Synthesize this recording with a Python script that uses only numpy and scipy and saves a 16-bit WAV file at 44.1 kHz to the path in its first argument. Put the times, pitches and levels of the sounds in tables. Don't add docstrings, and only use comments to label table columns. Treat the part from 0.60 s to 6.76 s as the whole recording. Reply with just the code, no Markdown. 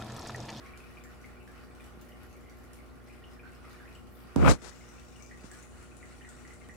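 import sys
import numpy as np
from scipy import signal
from scipy.fft import rfft, irfft, next_fast_len
from scipy.io import wavfile
from scipy.ndimage import uniform_filter1d

SR = 44100
rng = np.random.default_rng(int(sys.argv[2]) if len(sys.argv) > 2 else 0)


def master(y):
    cut = np.clip(np.atleast_2d(y).T, -1, 1)
    pcm = np.round(cut * 32767)
    wavfile.write(sys.argv[1], SR, pcm.astype(np.int16))


N = 271656
T = np.arange(N) / SR


# start in seconds, level in dB, pitch in Hz.
PLINKS = [(0.0558, -49.5, 2170), (0.1351, -48, 2340), (0.2028, -50, 2540), (0.371, -46, 2420),
          (0.4499, -50.5, 1900), (0.6429, -45, 2110), (0.7677, -55, 2370), (0.8757, -47, 1640),
          (1.199, -52, 2410), (1.5204, -53, 2920), (1.9235, -54.5, 2020), (2.4803, -55, 2030),
          (2.6399, -48, 2870), (2.795, -50, 2410), (2.833, -48, 1520), (2.8557, -45.5, 1545),
          (3.2009, -47, 1620), (3.2545, -49.5, 1850), (3.3527, -49, 2860), (4.1154, -50, 1940),
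          (4.2093, -53.5, 2090), (4.558, -53, 2830), (4.7122, -43.5, 1930), (4.9147, -45.5, 1700),
          (5.316, -54, 2480), (5.4281, -44.5, 1985), (5.6107, -47, 1870), (5.6474, -43.5, 1914),
          (5.8507, -45.5, 1956), (5.9055, -46.5, 2010), (6.0147, -52, 2100), (6.094, -43, 1910)]
def drips(faint_per_s=6, faint_db=-56, spread_db=6, low_hz=1700, high_hz=2900):
    out = np.zeros((2, N))
    for start_s, db, hz in PLINKS:
        add(out, start_s, plink(hz, db))
    for when, size, strength in rng.random((int(faint_per_s * N / SR), 3)):
        hz = low_hz * (high_hz / low_hz) ** size
        add(out, when * N / SR, plink(hz, faint_db + spread_db * (strength - .5)))
    return room(out, wet_db=2.5)


# pitch in Hz, left minus right in dB.
PLINK_PAN = [(1650, -2.5), (2000, -3), (2350, 5), (2900, 1)]
def plink(hz, db, gain_db=3, life_s=0.0044, rise=0.0064, twin_db=-9, twin_step=.04):
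    wait, step = rng.random(2)
    delay = int((0.001965 + .0055 * wait) * SR)
    twin_hz = hz * (1 + twin_step * (.5 + step))
    first = bubble(hz * (1 - rise), life_s, rise, slap_db=-30)
    twin = undb(twin_db) * bubble(twin_hz, life_s, rise, slap_db=-30)
    pair = np.pad(first, (0, delay)) + np.pad(twin, (delay, 0))
    lean_db = np.interp(hz, *np.transpose(PLINK_PAN))
    return undb(db + gain_db) * pan(lean_db) * pair


def bubble(hz, life_s, rise, slap_db):
    t = T[:SR // 64]
    pitch_ratio = hz / 2000
    decay_s = life_s / pitch_ratio ** 0.44
    cycles = hz * (t + rise * t ** 2 / (2 * decay_s))
    ring = np.sin(2 * np.pi * cycles) * np.exp(-t / decay_s) * (1 - np.exp(-cycles / .5))
    slap = np.diff(rng.standard_normal(len(t) + 1)) * np.exp(-t / 0.00035)
    return ring + undb(slap_db) * pitch_ratio ** 0.52 * slap


# start in seconds, level in dB, pitch of the bubble left behind in Hz.
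BRIGHT_SPLASHES = [(0.175, -49, 8840), (0.438, -49, 7340), (0.615, -60, 6000), (0.66, -56, 9000),
                   (1.242, -53, 7850), (1.413, -51, 15000), (1.49, -55, 13000), (1.633, -55.5, 11400),
                   (1.728, -56, 6200), (1.897, -53.5, 5880), (1.986, -58, 13200), (2.133, -48, 9550),
                   (2.485, -59, 8100), (2.734, -58, 5160), (3.112, -56, 4100), (3.351, -55, 7700),
                   (4.564, -57.5, 8500), (4.624, -54.5, 6150), (4.915, -51, 8360), (5.026, -56, 9100),
                   (5.227, -57.5, 9700), (5.368, -55.5, 9700), (5.69, -52, 8340)]
def splashes(gain_db=1.35, faint_per_s=7, faint_db=-59.5, spread_db=6, low_hz=4500, high_hz=13000):
    spray, ticks = np.zeros((2, 2, N))
    faint = [(when * N / SR, faint_db + spread_db * (strength - .5), low_hz * (high_hz / low_hz) ** size)
             for when, strength, size in rng.random((int(faint_per_s * N / SR), 3))]
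    for start_s, db, hz in [*BRIGHT_SPLASHES, *faint]:
        add(spray, start_s, undb(db) * spit())
        add(ticks, start_s, undb(db - 1) * bubble(hz, life_s=0.0035, rise=0.0089, slap_db=-28))
    spray = signal.sosfilt(butter(1, [2600, 11500], "band"), spray)
    return room(undb(gain_db) * pan(0.5) * (spray + ticks), wet_db=3)


def spit(slap_db=4, slap_s=0.0012, spray_s=0.0039):
    t = T[:SR // 25]
    envelope = undb(slap_db) * np.exp(-t / slap_s) + np.exp(-t / spray_s)
    return rng.standard_normal((2, len(t))) * envelope / 2


# frequency in Hz, level in dB, left minus right in dB.
TRICKLE_EQ = [(300, -104, 7), (900, -96.5, -2.5), (1445, -88.5, -2), (1755, -98, -7), (1836, -91.5, -3.5),
              (2470, -99.5, 14), (2990, -97, -7.5), (3080, -104, 3.5), (4000, -103, 0), (5830, -104, 1),
              (6230, -109, -1), (8900, -107, 2.5), (12000, -110, 8.5), (15500, -115, -2)]
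# time in seconds, gain in dB.
FLOW_CURVE = [(0, 5), (.4, 3), (.58, 1.5), (1.3, 2.5), (1.9, .3), (2.6, 1.6), (2.85, 2), (2.97, 2),
              (3.1, 7.5), (3.4, -0.3), (3.65, 2.6), (4.2, 3), (4.6, -1.5), (4.9, 2), (5.3, 0), (5.7, 3.5),
              (6.16, -0.7)]
def trickle(bubbles_per_s=420, spits_per_s=55, room_db=5, flicker_db=2, spray_db=-3.5):
    bubbles, crackle = np.zeros((2, 2, N))
    for when, size, strength, side in rng.random((int(bubbles_per_s * N / SR), 4)):
        hz = 900 + 11000 * size ** 1.7
        db = -2.4 * np.log(max(strength, .04))
        gain = undb(db) * (hz / 2000) ** 0.49 * pan(12 * (side - .5))
        add(bubbles, when * N / SR, gain * bubble(hz, life_s=0.005, rise=0.084, slap_db=-18))
    for when, strength in rng.random((int(spits_per_s * N / SR), 2)):
        add(crackle, when * N / SR, undb(76 * strength) * spit())
    crackle = signal.sosfilt(butter(2, 3200, "high"), crackle)
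    wash = diffuse_noise(alike_hz=1130) * undb(flicker_db * walk(21.74))
    drops = undb(-6) * unit(bubbles) + undb(-7) * unit(crackle)
    drops = room(drops, room_db) / np.hypot(1, undb(room_db))
    water = colour(drops + undb(-3) * wash, TRICKLE_EQ) * np.sqrt(SR / 2)
    body = signal.sosfiltfilt(butter(2, 3500), water)
    spray = water - body
    flow_db = np.interp(T, *np.transpose(FLOW_CURVE))
    return body * undb(flow_db) + spray * undb(spray_db + 0.92 * flow_db)


# frequency in Hz, level in dB.
SCRAPE_EQ = [(110, -29), (250, -5.5), (520, 2), (750, -5.5), (1050, -2), (1370, 3), (1600, -7), (1950, -11),
             (2350, -7.5), (3000, -16), (6000, -40)]
SKIN_EQ = [(1500, 11.5), (3000, 3), (4000, 7), (5200, 6.5), (7300, 7), (9500, -0.5), (11500, -10.5),
           (16000, -26)]
CASE_EQ = [(35, -4), (90, -24), (130, 0), (200, -3.5), (300, -6), (400, -15), (540, -18), (720, -20.5),
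           (1050, -25.5), (1400, -56), (2000, -56), (4000, -71)]
def finger(sway_hz=66, leak_db=-14, far_db=-2):
    press, drag, hiss = strokes()
    sway = np.sqrt(2) * np.sin(2 * np.pi * sway_hz * T + 1.1 * walk(31))
    sway *= undb(-2.5 + 2.8 * walk(50)) * press
    shake = friction(CASE_EQ, slips_per_s=200, rough_db=4) * press
    scrape = friction(SCRAPE_EQ, slips_per_s=400, rough_db=2.5) * drag
    skin = friction(SKIN_EQ, slips_per_s=2700, rough_db=2) * hiss
    crossed = signal.sosfiltfilt(butter(3, 1000), scrape)
    left = sway - undb(leak_db) * shake + scrape + skin
    right = shake + undb(far_db) * (crossed - sway)
    return np.array([left, right])


def friction(eq, slips_per_s, rough_db):
    rub = colour(rng.standard_normal(N), eq)
    rub /= np.sqrt(uniform_filter1d(rub ** 2, SR // 60))
    return unit(rub * undb(rough_db * walk(slips_per_s)))


# landing time, fastest moment, hold and base release in seconds,
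# then the levels of pressure, drag and skin hiss in dB.
FINGER_STROKES = [(3.758, 3.881, 0.0087, .043, -12.5, -14, -21.5),
                  (4.016, 4.027, 0.053, 0.018, -49, -54.5, -43), (4.108, 4.115, .01, 0.17, -62, -72, -55),
                  (4.833, 4.839, .002, 0.046, -58, -58, -49)]
def strokes(hiss_lag_s=0.017):
    press, drag, hiss = np.zeros((3, N))
    for landing_s, peak_s, hold_s, release_s, press_db, drag_db, hiss_db in FINGER_STROKES:
        press += undb(press_db) * swell(landing_s, peak_s, hold_s, release_s * 1.35,
                                        rise_db_per_s=58, rise_bend=2.1, release_bend=1.9)
        drag += undb(drag_db) * swell(landing_s, peak_s, hold_s, release_s * 0.9,
                                      rise_db_per_s=214, rise_bend=1.47, release_bend=0.85)
        hiss += undb(hiss_db) * swell(landing_s, peak_s + hiss_lag_s, hold_s, release_s,
                                      rise_db_per_s=178, rise_bend=3.4, release_bend=1.28)
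    return press, drag, hiss


def swell(landing_s, peak_s, hold_s, release_s, rise_db_per_s, rise_bend, release_bend):
    contact_s = 0.0036
    climb_s = max(peak_s - landing_s, contact_s)
    contact = ramp(landing_s, contact_s)
    climb = ramp(landing_s, climb_s) ** rise_bend
    lift = (np.maximum(T - peak_s - hold_s, 0) / release_s) ** release_bend
    return contact * undb(-rise_db_per_s * climb_s * (1 - climb) - 20 * np.minimum(lift, 10))


# start in seconds, thump level in dB, click level in dB.
CASE_KNOCKS = [(1.372, -38, -72), (3.646, -39, -72), (3.761, -12, -19.5), (3.881, -9.5, -16),
               (3.913, -10, -11), (4.841, -33, -46), (6.088, -35.5, -38)]
# pitch in Hz, seconds to fall by 60 dB, level in dB.
CASE_MODES = [(73, 0.026, -6.5), (191.5, 0.062, -4), (305, 0.024, -1.5), (526, 0.013, -5),
              (1010, 0.0051, -4.5)]
def knocks(click_s=0.0013, click_hz=4500, left_thump_db=-6):
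    out, t = np.zeros((2, N)), T[:SR // 8]
    modes = sum((-1) ** k * undb(db) * np.sin(2 * np.pi * hz * t) * undb(-60 * t / t60)
                for k, (hz, t60, db) in enumerate(CASE_MODES))
    for start_s, thump_db, click_db in CASE_KNOCKS:
        burst = rng.standard_normal(len(t)) * np.exp(-t / click_s)
        click = undb(click_db) * signal.sosfilt(butter(1, click_hz), burst)
        thump = undb(thump_db) * modes
        add(out, start_s, np.array([click + undb(left_thump_db) * thump, thump]))
    return out


# base frequency in Hz, gain in dB.
HOLLOW_EQ = [(1000, -0.5), (3300, 1.5), (3900, 5), (4900, 1), (5400, 8.5), (6700, 13.5), (8100, 10),
             (10000, 3.5), (11500, -6.5), (16000, 4)]
def cupped_hand(sound, tight_tuning=0.94, loose_tuning=1.07):
    left, right = sound
    closed, eased = ramp(3.98, 0.017), ramp(4.4, 0.68)
    tight = colour(left, np.array(HOLLOW_EQ) * [tight_tuning, 1])
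    loose = colour(left, np.array(HOLLOW_EQ) * [loose_tuning, 1])
    hollow = (1 - eased) * tight + eased * loose
    return np.array([(1 - closed) * left + closed * hollow, right])


def chink(start_s=.02, hz=1095, attack_s=0.0092, decay_s=0.087, db=-52):
    t = np.maximum(T - start_s, 0)
    envelope = np.exp(-t / decay_s) * (1 - np.exp(-t / attack_s))
    return undb(db) * pan(-4) * np.sin(2 * np.pi * hz * t) * envelope


def sizzle(start_s=3.49, length_s=0.18, db=-66):
    hiss = signal.sosfilt(butter(2, [11000, 15000], "band"), rng.standard_normal((2, N)))
    arch = np.sqrt(np.abs(np.sin(np.pi * ramp(start_s, length_s))))
    return unit(hiss) * arch * undb(db + 2 * walk(90)) * pan(8)


# frequency in Hz, level in dB, left minus right in dB.
HUM_TONES = [(59.7, -54.5, -4.5), (120.6, -67, -19), (181, -63.5, 4.5), (237.3, -56, -0.5),
             (242.7, -70.5, 22), (360.4, -63, 2.5), (425.5, -81.5, 31.5), (481, -69.5, 14.5),
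             (601, -71.5, 4.5), (726.6, -76, 14.5), (830, -78, -16), (1072, -73, 6), (1166, -78, -17.5),
             (1369, -82.5, -32)]
RUMBLE_EQ = [(20, -100, -8), (33.2, -93, -12), (47.7, -88, -21), (80.4, -75.5, 16.5), (105, -93.5, 29),
             (159, -81, -6.5), (273, -88.5, 26), (328, -83.5, 3.5), (474, -87, -4.5), (756, -88, 4.5),
             (980, -99, 8), (2170, -116, 2)]
def pump(drift_rad=0.056):
    rumble = colour(diffuse_noise(alike_hz=453), RUMBLE_EQ) * np.sqrt(SR / 2)
    rumble *= undb(-0.25 * walk(7.2))
    hum = np.zeros((2, N))
    for hz, db, lean_db in HUM_TONES:
        phase = 2 * np.pi * (hz * T + rng.random()) + drift_rad * np.sqrt(hz / 240) * walk(4.16)
        polarity = np.array([[1], [-1 if 150 < hz < 300 else 1]])
        hum += np.sqrt(2) * undb(db) * polarity * pan(lean_db) * np.sin(phase)
    return rumble + hum


def room(x, wet_db, t60_s=0.29):
    t = T[:SR // 2]
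    tail = rng.standard_normal((2, len(t))) * undb(-60 * t / t60_s) * (1 - np.exp(-t / 0.0002))
    tail /= np.sqrt(np.sum(tail ** 2, axis=1, keepdims=True))
    return x + undb(wet_db) * signal.fftconvolve(x, tail, axes=1)[:, :N]


def diffuse_noise(alike_hz):
    mid, side = rng.standard_normal((2, N))
    side = signal.sosfilt(butter(1, alike_hz, "high"), side)
    mid = mid + (np.sqrt(2) - 1) * signal.sosfilt(butter(1, alike_hz), mid)
    return np.array([mid + side, mid - side]) / np.sqrt(2)


def colour(x, points):
    hz, db, *lean = np.transpose(points)
    size = next_fast_len(N + SR // 4)
    log_f = np.log(np.maximum(np.fft.rfftfreq(size, 1 / SR), 1))
    gain = undb(np.interp(log_f, np.log(hz), db))
    if lean:
        gain = gain * pan(np.interp(log_f, np.log(hz), lean[0]))
    return irfft(rfft(x, size) * gain, size)[..., :N]


def walk(per_s):
    hold = int(SR / per_s)
    steps = np.repeat(rng.standard_normal(N // hold + 1), hold)
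    return unit(uniform_filter1d(uniform_filter1d(steps, hold), hold)[:N])


def ramp(start_s, length_s):
    return np.clip((T - start_s) / length_s, 0, 1)


def add(track, start_s, sound):
    i = int(np.clip(start_s * SR, 0, N - 1))
    track[..., i:i + sound.shape[-1]] += sound[..., :N - i]


def butter(order, hz, kind="low"):
    return signal.butter(order, hz, kind, fs=SR, output="sos")


def pan(db):
    return undb(np.array([[1], [-1]]) * db / 2)


def undb(db):
    return 10 ** (np.asarray(db) / 20)


def unit(x):
    return x / np.sqrt(np.mean(x ** 2))


def scene():
    tank = drips() + splashes() + chink() + trickle() + pump()
    return cupped_hand(tank) + sizzle() + finger() + knocks()


def record(dry, bass_hz=36, top_hz=15850):
    thin = signal.sosfilt(butter(4, bass_hz, "high"), dry)
    rounded = 0.72 * np.tanh(thin / 0.9)
    return signal.sosfilt(signal.ellip(10, .2, 70, top_hz, fs=SR, output="sos"), rounded)


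dry = scene()
out = record(dry)
master(out)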